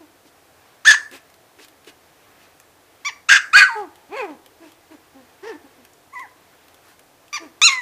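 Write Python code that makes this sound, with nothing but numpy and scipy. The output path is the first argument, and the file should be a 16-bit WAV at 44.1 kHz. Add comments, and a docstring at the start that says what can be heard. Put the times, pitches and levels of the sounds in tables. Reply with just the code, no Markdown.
"""Young puppies play in a whelping box in a small room, close to the microphone. Closed-mouth grunts come
first and recur throughout; a harsh yelp follows at 0.8 s, then a yip, two more yelps and falling whines
from 3 to 4.5 s, a last whine, a wavering squeak at 6.1 s and two yips near the end. Each cry is a sum of
harmonics mixed with rasping noise. Bursts of noise make paws tick and scuff over a steady rustle of
bedding and room tone; the room rings after each sound and a limiter holds down the loudest cries."""
import sys
import numpy as np
from scipy import signal
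from scipy.fft import rfft, irfft, next_fast_len
from scipy.io import wavfile
from scipy.ndimage import uniform_filter1d, minimum_filter1d, map_coordinates

SR = 44100
rng = np.random.default_rng(int(sys.argv[2]) if len(sys.argv) > 2 else 0)


def to_wav(sig):
    """Store sig (one row per channel, or 1-D mono) as 16-bit WAV at the path in sys.argv[1].

    Samples outside -1..1 are clipped; the rate is SR.
    """
    pcm = np.clip(np.atleast_2d(sig), -1, 1) * 32767
    pcm = np.round(pcm).astype(np.int16)
    wavfile.write(sys.argv[1], SR, pcm.T)  # frames by channels


N = 344421
TOP_HZ = 15150  # upper band limit of the voices and the microphone
CRY_SAMPLES = SR // 2  # longest cry

# Levels and roughness of all cries are those before the voice dips; throat and rasp colours are relative.
# Harsh yelps, one pitch arch each: (time [s], rise [s], fall [s], tail [s], start [Hz], top [Hz], end [Hz],
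# arch roundness [exponent], top level [dB], loss under the top [dB/octave], roughness [0-1])
YELPS = [(.848, 0.038, 0.058, 0.0078, 1010, 1770, 960, 2.8, -1, 18, .1),
         (3.285, 0.043, 0.055, 0.0045, 1088, 1627, 1036, 4, 1, 46.5, 0.2),
         (3.529, .049, .126, .055, 1108, 1657, 938, 1.8, -1.5, 27, 0.05)]
# Throat and mouth colour, a list for each yelp: (frequency [Hz], gain [dB])
YELP_THROATS = [
    [(500, -38.5), (900, -12), (1700, 3.5), (2400, -14), (2900, -8), (3550, -8.5), (4050, -8.5),
     (4650, -16.5), (5400, -23.5), (6400, 0), (7300, -38.5), (8700, -24), (10500, -32), (15000, -53)],
    [(500, -35), (1000, -21), (1600, 0), (2300, -17), (2950, -3), (3200, -22.5), (3500, -15.5),
     (4100, -15.5), (4650, -24.5), (5600, -21.5), (6500, -13), (8000, -21), (10000, -45), (15000, -49)],
    [(450, -26), (900, 14), (1200, -12), (1520, 4), (1950, -20.5), (2430, -7.5), (2800, -18), (3020, -12),
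     (3300, -29.5), (3650, -15.5), (4000, -37), (4430, -10), (5400, -31.5), (7300, -25), (11000, -45)],
]
# Colour of the rasp, a list for each yelp: (frequency [Hz], density [dB per Hz])
YELP_RASPS = [
    [(350, -45.5), (600, -36), (1180, -29), (1740, -8.5), (2190, -25.5), (2370, -21), (3140, -25.5),
     (3600, -23.5), (3900, -24.5), (4600, -20), (5500, -26.5), (5920, -27), (6420, -17), (7150, -30.5),
     (8520, -31.5), (9620, -43), (15000, -51.5)],
    [(350, -48), (600, -40.5), (1160, -23.5), (1630, -1.5), (1790, -5), (2040, -7.5), (2220, -13),
     (2940, -11), (3190, -31.5), (3460, -11), (4060, -30), (4460, -17), (6870, -24), (9240, -39.5),
     (15000, -51.5)],
    [(350, -63.5), (600, -34), (1070, -30), (1180, -13.5), (1310, -17.5), (1500, -10), (1690, -13),
     (1920, 0), (2340, -13.5), (3060, -30), (3850, -27), (4340, -14.5), (5040, -40), (7060, -28),
     (15000, -54)],
]


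def yelps():
    """Forced, open-mouthed cries, the closest and loudest source, that break into a rasp."""
    out = np.zeros(N)
    for yelp, throat, rasp in zip(YELPS, YELP_THROATS, YELP_RASPS):
        rows = arch(*yelp, attack_s=0.0076, release_s=0.0037)
        voice = cry(rows, throat, rasp, jitter=.045, waver=.025, flutter_db=0.5,
                    blur=0.6, slack_db=7.5, knee_hz=1988)
        add(out, rows[0][0], voice)
    return out


# Clear yips, one pitch arch each: (time [s], rise [s], fall [s], tail [s], start [Hz], top [Hz], end [Hz],
# arch roundness [exponent], top level [dB], loss under the top [dB/octave], roughness [0-1])
YIPS = [(3.048, .024, .025, .005, 1033, 1180, 897, 1.6, -22, 23.5, 0.01),
        (7.328, 0.024, .03, 0.0029, 1142, 1203, 890, 1.7, -25.5, 12.5, .06),
        (7.616, .044, 0.03, .135, 1146, 1393, 1103, 1.4, -6.5, 27.5, 0)]
# Throat and mouth colour, a list for each yip: (frequency [Hz], gain [dB])
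YIP_THROATS = [
    [(900, -6), (1200, -8), (2300, 1), (3400, -10.5), (4650, -8.5), (5800, -8.5), (6900, -11.5),
     (8000, -45.5), (10000, -34.5), (12000, -34), (15000, -54.5)],
    [(900, -3.5), (1200, -1.5), (2300, 2), (3400, -9), (4600, -4), (5800, -2), (6900, -10), (8000, -45),
     (10000, -23), (11500, -25), (15000, -49)],
    [(950, 4.5), (1350, -16), (2020, 14), (2330, -6.5), (2750, -1.5), (3100, -18.5), (3550, 2),
     (4150, -0.5), (4600, -14.5), (5500, -7.5), (6900, -2), (7600, -15), (8400, -19), (15000, -49)],
]
# Path of a thin, soft squeak that wavers: (time [s], pitch [Hz], level [dB])
SQUEAK = [(6.122, 937, -56), (6.138, 1103, -38), (6.15, 1148, -39), (6.158, 1010, -33.5),
          (6.194, 978.5, -31), (6.206, 1108, -36.5), (6.22, 1017, -35.5), (6.224, 1016, -35.5),
          (6.262, 737, -46.5)]
# Throat and mouth colour of the squeak: (frequency [Hz], gain [dB])
SQUEAK_THROAT = [(700, 2), (1050, -5), (2050, -3.5), (2900, -57.5), (5000, -49), (6600, -25), (8000, -36),
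                 (10000, -32), (12800, -40), (15000, -43)]
# Colour of the rasp in yips and squeak: (frequency [Hz], density [dB per Hz])
YIP_RASP = [(500, -27), (1100, -10.5), (2400, 5.5), (3300, -8), (4500, -5), (6500, -11.5), (8500, -16),
            (15000, -29)]
SQUEAK_ROUGH = 0.0057  # roughness [0-1]


def yips():
    """High, clean arches of pitch, and one soft squeak that follows its own path."""
    out = np.zeros(N)
    cries = [arch(*yip, attack_s=0.002, release_s=0.0027) for yip in YIPS]
    cries.append([(*point, SQUEAK_ROUGH) for point in SQUEAK])
    for rows, throat in zip(cries, YIP_THROATS + [SQUEAK_THROAT]):
        voice = cry(rows, throat, YIP_RASP, jitter=0.068, waver=0.019, flutter_db=5.5,
                    blur=0.32, slack_db=21.5, knee_hz=2460)
        add(out, rows[0][0], voice)
    return out


# Low whines, one pitch arch each: (time [s], rise [s], fall [s], tail [s], start [Hz], top [Hz], end [Hz],
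# arch roundness [exponent], top level [dB], loss under the top [dB/octave], roughness [0-1])
WHINES = [(3.75, 0.0275, 0.093, 0.02, 428, 425.9, 290, 2, -27, 29, 0.01),
          (5.423, 0.063, 0.056, 0.0302, 336.5, 469.3, 301.2, 1.4, -32, 9.5, 0.06)]
# The longest whine climbs and sinks in steps: (time [s], pitch [Hz], level [dB])
LONG_WHINE = [(4.094, 270.8, -47), (4.116, 320.5, -40.5), (4.128, 389.8, -31), (4.154, 447, -30.5),
              (4.17, 568, -30.5), (4.212, 488.6, -25.5), (4.226, 422.4, -28.5), (4.252, 390, -28),
              (4.272, 327, -39), (4.298, 309.6, -32.5), (4.355, 245, -45.5)]
# Throat and mouth colour, a list for each whine in order of time: (frequency [Hz], gain [dB])
WHINE_THROATS = [
    [(280, 20), (440, -7), (850, 1.5), (1250, -8.5), (1800, -35), (2600, -59), (4400, -38), (10000, -41)],
    [(280, 5.5), (480, -3.5), (850, -2), (1100, -8), (1550, -13.5), (2050, -11), (2500, -0.5), (2900, -27),
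     (3400, -19), (3900, -43), (4400, -16), (5400, -45), (6800, -29), (14000, -69)],
    [(280, 3), (460, 1), (650, -18), (900, -8.5), (1350, -16), (1800, -5), (2300, -21), (2700, -15),
     (3500, -31), (5500, -20), (8000, -46), (14000, -38)],
]
# Colour of the rasp in the whines: (frequency [Hz], density [dB per Hz])
WHINE_RASP = [(200, -17), (450, -7), (900, 8.5), (1400, -2.5), (2000, 2.5), (2500, -4), (3000, -3.5),
              (3800, -10), (4500, -10), (5400, -17), (7000, -17.5), (14000, -29)]
LONG_WHINE_ROUGH = 0.032  # roughness [0-1]


def whines():
    """The low register: whines that darken as they sink."""
    out = np.zeros(N)
    cries = [arch(*whine, attack_s=.014, release_s=0.0141, catch=0) for whine in WHINES]
    cries.append([(*point, LONG_WHINE_ROUGH) for point in LONG_WHINE])
    cries.sort(key=lambda rows: rows[0][0])
    for rows, throat in zip(cries, WHINE_THROATS):
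        voice = cry(rows, throat, WHINE_RASP, jitter=.045, waver=0.025, flutter_db=5,
                    blur=0.17, slack_db=16, knee_hz=1000, count=26)
        add(out, rows[0][0], voice)
    return out


# Closed-mouth grunts: (time [s], length before the release [s], top pitch [Hz], end pitch [Hz],
# level [dB], roughness [0-1])
GRUNTS = [(.002, 0.03, 335.5, 301, -42, .02), (.247, 0.022, 327.7, 255, -52.5, .15),
          (1.108, 0.045, 265.6, 270, -45, 0.5), (1.584, 0.023, 348.2, 266, -44, 0.64),
          (1.871, 0.012, 380, 294, -42, 0.46), (2.765, 0.037, 301, 269, -57.5, 0),
          (4.599, 0.071, 333.9, 298.6, -41.5, 0.07), (4.902, 0.0528, 319.9, 262, -41, 0.11),
          (5.142, 0.078, 270.3, 250, -43.5, 0.01), (5.64, 0.02, 284.4, 265, -44.5, 0),
          (5.778, 0.036, 270, 241, -50, 0), (7.397, 0.08, 331.7, 252.5, -38, .1)]
# Throat colour behind the closed mouth: (frequency [Hz], gain [dB])
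GRUNT_THROAT = [(260, 15.5), (340, 13.5), (600, 2.5), (950, 3), (1350, -21), (1800, -4.5), (2600, -46),
                (5000, -50), (12000, -50)]
# Colour of the rasp in the grunts: (frequency [Hz], density [dB per Hz])
GRUNT_RASP = [(180, -39), (350, 13.5), (700, -5.5), (1800, -1), (2700, -1.5), (3600, -13), (4700, -11),
              (7000, -14.5), (14000, -23)]
GRUNT_RISE = .3  # share of the length spent swelling
GRUNT_START, GRUNT_SWELL_DB = 0.99, 12  # start pitch over top pitch, loss under the top [dB/octave]
GRUNT_RELEASE_S = 0.036  # extra time for dying away


def grunts():
    """Small arches behind a closed mouth: they swell, sag in pitch and die away."""
    out = np.zeros(N)
    for s, length, hz, end_hz, db, rough in GRUNTS:
        rise_s = GRUNT_RISE * length
        rows = arch(s, rise_s, (1 - GRUNT_RISE) * length, GRUNT_RELEASE_S, GRUNT_START * hz, hz, end_hz,
                    2, db, GRUNT_SWELL_DB, rough,
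                    attack_s=rise_s, release_s=GRUNT_RELEASE_S + rise_s, catch=0)
        voice = cry(rows, GRUNT_THROAT, GRUNT_RASP, jitter=.05, waver=.04, flutter_db=1.2,
                    blur=.2, slack_db=0, knee_hz=950, count=20)
        add(out, s, voice)
    return out


# The folds beat unevenly and sound quarters of the pitch: (time [s], share [0-1])
UNEVEN_BEATS = [(3.56, 0.04), (3.572, 0.88), (3.6, 1), (3.63, 0)]
RISING_SLACK = .6  # pressed folds stay brighter on the way up than on the way down


def cry(rows, throat, rasp, jitter, waver, flutter_db, blur, slack_db, knee_hz, count=14):
    """Vocal folds sweep their harmonics through the throat; roughness shakes them and turns tone to rasp."""
    t = rows[0][0] + np.arange(CRY_SAMPLES) / SR
    hz, db, rough = curves(rows, t)
    db, rough = dipped(t, db, rough)
    live = t < rows[-1][0]
    t_live, rough_live = t[live], rough[live]

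    rising = t_live < t[hz.argmax()]
    octaves_under_top = np.log2(hz.max() / hz[live])
    slack = octaves_under_top * np.where(rising, RISING_SLACK, 1)
    shake = jitter * wobble(600, CRY_SAMPLES) + waver * wobble(120, CRY_SAMPLES)
    hz = hz * (1 + np.sqrt(rough) * shake)
    phase = 2 * np.pi * np.cumsum(hz) / SR

    # whole multiples of the pitch, and quarter steps between them where the folds beat unevenly
    split = np.interp(t_live, *np.transpose(UNEVEN_BEATS), left=0, right=0)
    if split.any():
        k = np.arange(3, 33)[:, None] / 4
    else:
        k = np.arange(1, count + 1)[:, None]
    partial_hz = k * hz[live]
    # slack folds close softly: partials above the knee fade as the pitch sinks
    dull_db = slack_db * slack * np.log2(np.maximum(partial_hz / knee_hz, 1))
    gains = amp(along(throat, partial_hz) - dull_db)
    gains = gains * np.where(k % 1, split, 1) * (partial_hz < TOP_HZ)

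    # the higher a partial, the less steady its phase
    knots_s = np.arange(200) / 350
    stray = np.array([np.interp(t_live - t[0], knots_s, rng.standard_normal(200)) for _ in k])
    partials = gains * np.sin(k * phase[live] + blur * np.log(k) * stray)
    tone = np.sum(partials, axis=0) / np.sqrt(np.sum(gains ** 2, axis=0) / 2)
    puffs = noise(rasp, CRY_SAMPLES, gate=1 + np.cos(phase))[live]  # air escapes in one puff a cycle
    level = amp(db + flutter_db * np.sqrt(rough) * wobble(250, CRY_SAMPLES))[live]
    return level * (np.sqrt(1 - rough_live) * tone + np.sqrt(rough_live) * puffs)


SAG_OCTAVES_PER_S, FADE_DB_PER_S = 1.5, 112.5  # the tail of a cry sinks and fades
CATCH_ROUGH, CATCH_S = 0.35, 0.0027  # the folds start roughly before they settle


def arch(s, rise_s, fall_s, tail_s, start_hz, top_hz, end_hz, roundness, db, swell_db, rough,
         attack_s, release_s, catch=CATCH_ROUGH):
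    """One push of the voice, loudness following pitch: rows of (time [s], pitch [Hz], dB, roughness)."""
    length = rise_s + fall_s + tail_s
    t = np.linspace(0, length, 400)
    before = np.clip(1 - t / rise_s, 0, 1)
    after = np.clip((t - rise_s) / fall_s, 0, 1)
    trail = np.maximum(t - rise_s - fall_s, 0)
    hz = top_hz - (top_hz - start_hz) * before ** roundness - (top_hz - end_hz) * after ** roundness
    gate = np.clip(np.minimum(t / attack_s, (length - t) / release_s), .01, 1)
    level = db - swell_db * np.log2(top_hz / hz) - FADE_DB_PER_S * trail + 20 * np.log10(gate)
    sagging_hz = hz * 2 ** (-SAG_OCTAVES_PER_S * trail)
    return np.column_stack([s + t, sagging_hz, level, rough + catch * np.exp(-t / CATCH_S)])


# Moments when the voice weakens, most of them also turning raspy:
# (middle [s], half length [s], added roughness [0-1], loss [dB])
VOICE_DIPS = [(0.862, 0.012, .15, 12), (0.899, .005, 0.8, 18.5), (0.929, .013, 0.8, 15.5),
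              (3.307, 0.0098, 0.5, 10.5), (3.348, .022, .65, 13.5), (3.609, .016, .65, 8.5),
              (3.671, 0.024, 0, 22), (4.179, .012, 0.1, 0.5), (5.458, .009, 0.18, 5.5),
              (7.721, .024, .14, 4)]


def dipped(t, db, rough):
    """Each dip weakens the voice for a moment and may roughen it."""
    for s, half_s, rasp, loss_db in VOICE_DIPS:
        depth = np.exp(-((t - s) / half_s) ** 2)
        db = db - loss_db * depth
        rough = rough + rasp * depth
    return db, np.clip(rough, 0, 1)


# Claws and crinkles on the pad: (time [s], level before a common 6.5 dB cut [dB], pitch [Hz])
TICKS = [(1.1137, -32, 2440), (1.3008, -40, 2080), (1.3412, -39, 3220), (1.6473, -35, 2360),
         (1.6836, -33.5, 2940), (1.8463, -38, 3120), (2.6, -32.5, 2170), (3.9569, -36.5, 2970),
         (4.4614, -32.5, 2600), (4.7192, -36.5, 2890), (5.8506, -32.5, 2520), (5.9339, -41, 6840),
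         (6.1946, -32.5, 3300), (6.6828, -37.5, 2620), (6.7441, -36.5, 3095), (6.9935, -33.5, 1860),
         (7.2817, -41, 2850)]
# Paws and fur rubbing the bedding: (time [s], length [s], level at mid-stroke [dB], pitch [Hz])
SCUFFS = [(.255, .04, -58, 4900), (1.111, .08, -43, 2370), (1.59, .08, -48.5, 3550),
          (1.861, .05, -45.5, 2700), (2.377, .1, -56, 2500), (4.627, 0.0994, -55.5, 2540),
          (6.814, .15, -54, 1200)]
# Colour of the bedding's steady rustle: (frequency [Hz], relative density [dB per Hz])
BEDDING = [(150, 1), (700, 7.5), (2000, 5.5), (5000, -5.5), (10000, -16.5), (15000, -6.5)]


def paws():
    """Claws tick as decaying noise bursts; fur and feet rub the bedding as swelling strokes of noise."""
    out, t = np.zeros(N), np.arange(SR // 4) / SR
    fade = amp(-60 * t / .02)  # 60 dB down in 20 ms
    for s, db, hz in TICKS:
        snap = noise([(300, -14), (hz / 2, -6), (hz, 0), (hz * 2, -10)], len(t))
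        add(out, s, amp(db - 6.5) * fade * snap)
    for s, length, db, hz in SCUFFS:
        stroke = np.sin(np.pi * np.minimum(t / length, 1))
        rub = noise([(400, -7), (hz / 2, -6), (hz, 0), (hz * 2, -8), (15000, -17)], len(t))
        add(out, s, amp(db) * stroke * rub)
    # the bedding is never quite still
    stir_db = 2.5 * wobble(4, N)
    rustle_level = amp(-61.5 + 0.87 * wobble(51, N) + stir_db)
    return out + rustle_level * noise(BEDDING, next_fast_len(N))[:N]


# Ringing time of the small room: (frequency [Hz], time to fall 60 dB [s])
ROOM_T60 = [(180, 0.41), (265, 0.93), (400, 1), (900, 0.81), (1400, 0.31), (2000, 0.38), (3000, 0.19),
            (4100, 0.26), (4600, 0.32), (6800, .28), (12000, 0.68)]
# Colour of the echo from the walls: (frequency [Hz], relative gain [dB])
WALLS = [(200, -4), (265, 2), (400, -14.5), (1000, -7), (1450, 4), (1750, 3.5), (2050, -0.5), (2750, 2.5),
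         (4100, -1.5), (4700, -1), (5600, 1.5), (6900, -2), (8200, -0.5), (9500, -7.5), (14000, -12.5)]


def room(x):
    """The box walls answer at once, then the room dies away, each band at its own rate."""
    hz, t, z = signal.stft(rng.standard_normal(SR * 3 // 4), SR, nperseg=256)
    decay_db = along(WALLS, hz)[:, None] - 60 * t / along(ROOM_T60, hz)[:, None]
    tail = signal.istft(z * amp(decay_db), SR, nperseg=256)[1]
    age = np.arange(len(tail)) / SR
    tail = tail * (1 - np.exp(-age / 0.0033)) * (1 + np.exp(-age / 0.017))  # near walls thicken the start
    box = np.zeros(len(tail))
    bounces = (rng.uniform(.002, .014, size=8) * SR).astype(int)
    box[bounces] = rng.choice([-1, 1], size=8)
    echo = amp(-13.5) * tail / np.linalg.norm(tail) + amp(-20.0) * box
    return signal.fftconvolve(x, echo)[:N]


# Colour of the room tone: (frequency [Hz], relative density [dB per Hz])
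AIR = [(15, -44.5), (25, -11), (64, -16), (81, -2), (109, -5.5), (231, -13.5), (271, -2.5), (415, -5),
       (450, -3.5), (604, -6), (691, -2.5), (978, -9), (1210, -9.5), (2700, -16), (15000, -22)]


def room_tone(db):
    """Steady coloured noise, the quiet air behind everything, at an rms level in dB."""
    return amp(db) * noise(AIR, next_fast_len(N))[:N]


def amp(db):
    """Decibels to gain."""
    return 10 ** (np.asarray(db) / 20)


def unit(x):
    """Scale to rms 1."""
    return x / np.sqrt(np.mean(x ** 2) + 1e-20)


def along(points, hz):
    """Read (frequency [Hz], value) points on a log axis."""
    f, v = np.transpose(points)
    return np.interp(np.log(hz + 1), np.log(f + 1), v)


def curves(rows, t):
    """Each column after the time, read at times t."""
    s, *cols = np.transpose(rows)
    return [np.interp(t, s, c) for c in cols]


def wobble(rate, size):
    """A smooth random curve with rate knots a second."""
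    knots = rng.standard_normal(size // 8)
    return map_coordinates(knots, [np.arange(size) * rate / SR], mode="mirror")


def noise(spectrum, size, gate=1):
    """Noise of rms 1, gated at its source and then coloured."""
    hz = np.fft.rfftfreq(size, 1 / SR)
    low_cut = 1 / (1 + (spectrum[0][0] / 2 / (hz + 1)) ** 4)  # from half the lowest listed frequency
    bins = rfft(gate * rng.standard_normal(size))
    return unit(irfft(bins * amp(along(spectrum, hz)) * low_cut, size))


def add(track, s, sound):
    """Mix a sound into the track from time s."""
    part = track[max(round(s * SR), 0):][:len(sound)]
    part += sound[:len(part)]


WIDTH_DB = -33.5  # gain of the echo that differs between the channels
AIR_DB, AIR_SIDE_DB = -55, -78.5  # room tone: common to both channels, and their difference


def scene():
    """Puppies and room tone reach both channels almost alike."""
    near = yelps() + yips() + whines() + grunts() + paws()
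    mid = near + room(near) + room_tone(AIR_DB)
    side = amp(WIDTH_DB) * room(near) + room_tone(AIR_SIDE_DB)
    return np.array([mid + side, mid - side])


def record(dry):
    """A fast limiter holds the loudest cries near full scale; nothing passes above the band limit."""
    needed = np.minimum(1, 1.05 / (np.abs(dry).max(axis=0) + 1e-9))
    held = dry * uniform_filter1d(minimum_filter1d(needed, size=45), size=31)
    # only high positive crests are pushed down, so the wave moves off centre: a faint thump
    excess = uniform_filter1d(np.maximum(held - .8, 0), size=6)
    bent = held - 0.7 * excess
    size = next_fast_len(N + SR // 4)
    in_band = np.fft.rfftfreq(size, 1 / SR) < TOP_HZ
    return irfft(rfft(bent, size) * in_band, size)[:, :N]


dry = scene()
out = record(dry)
to_wav(out)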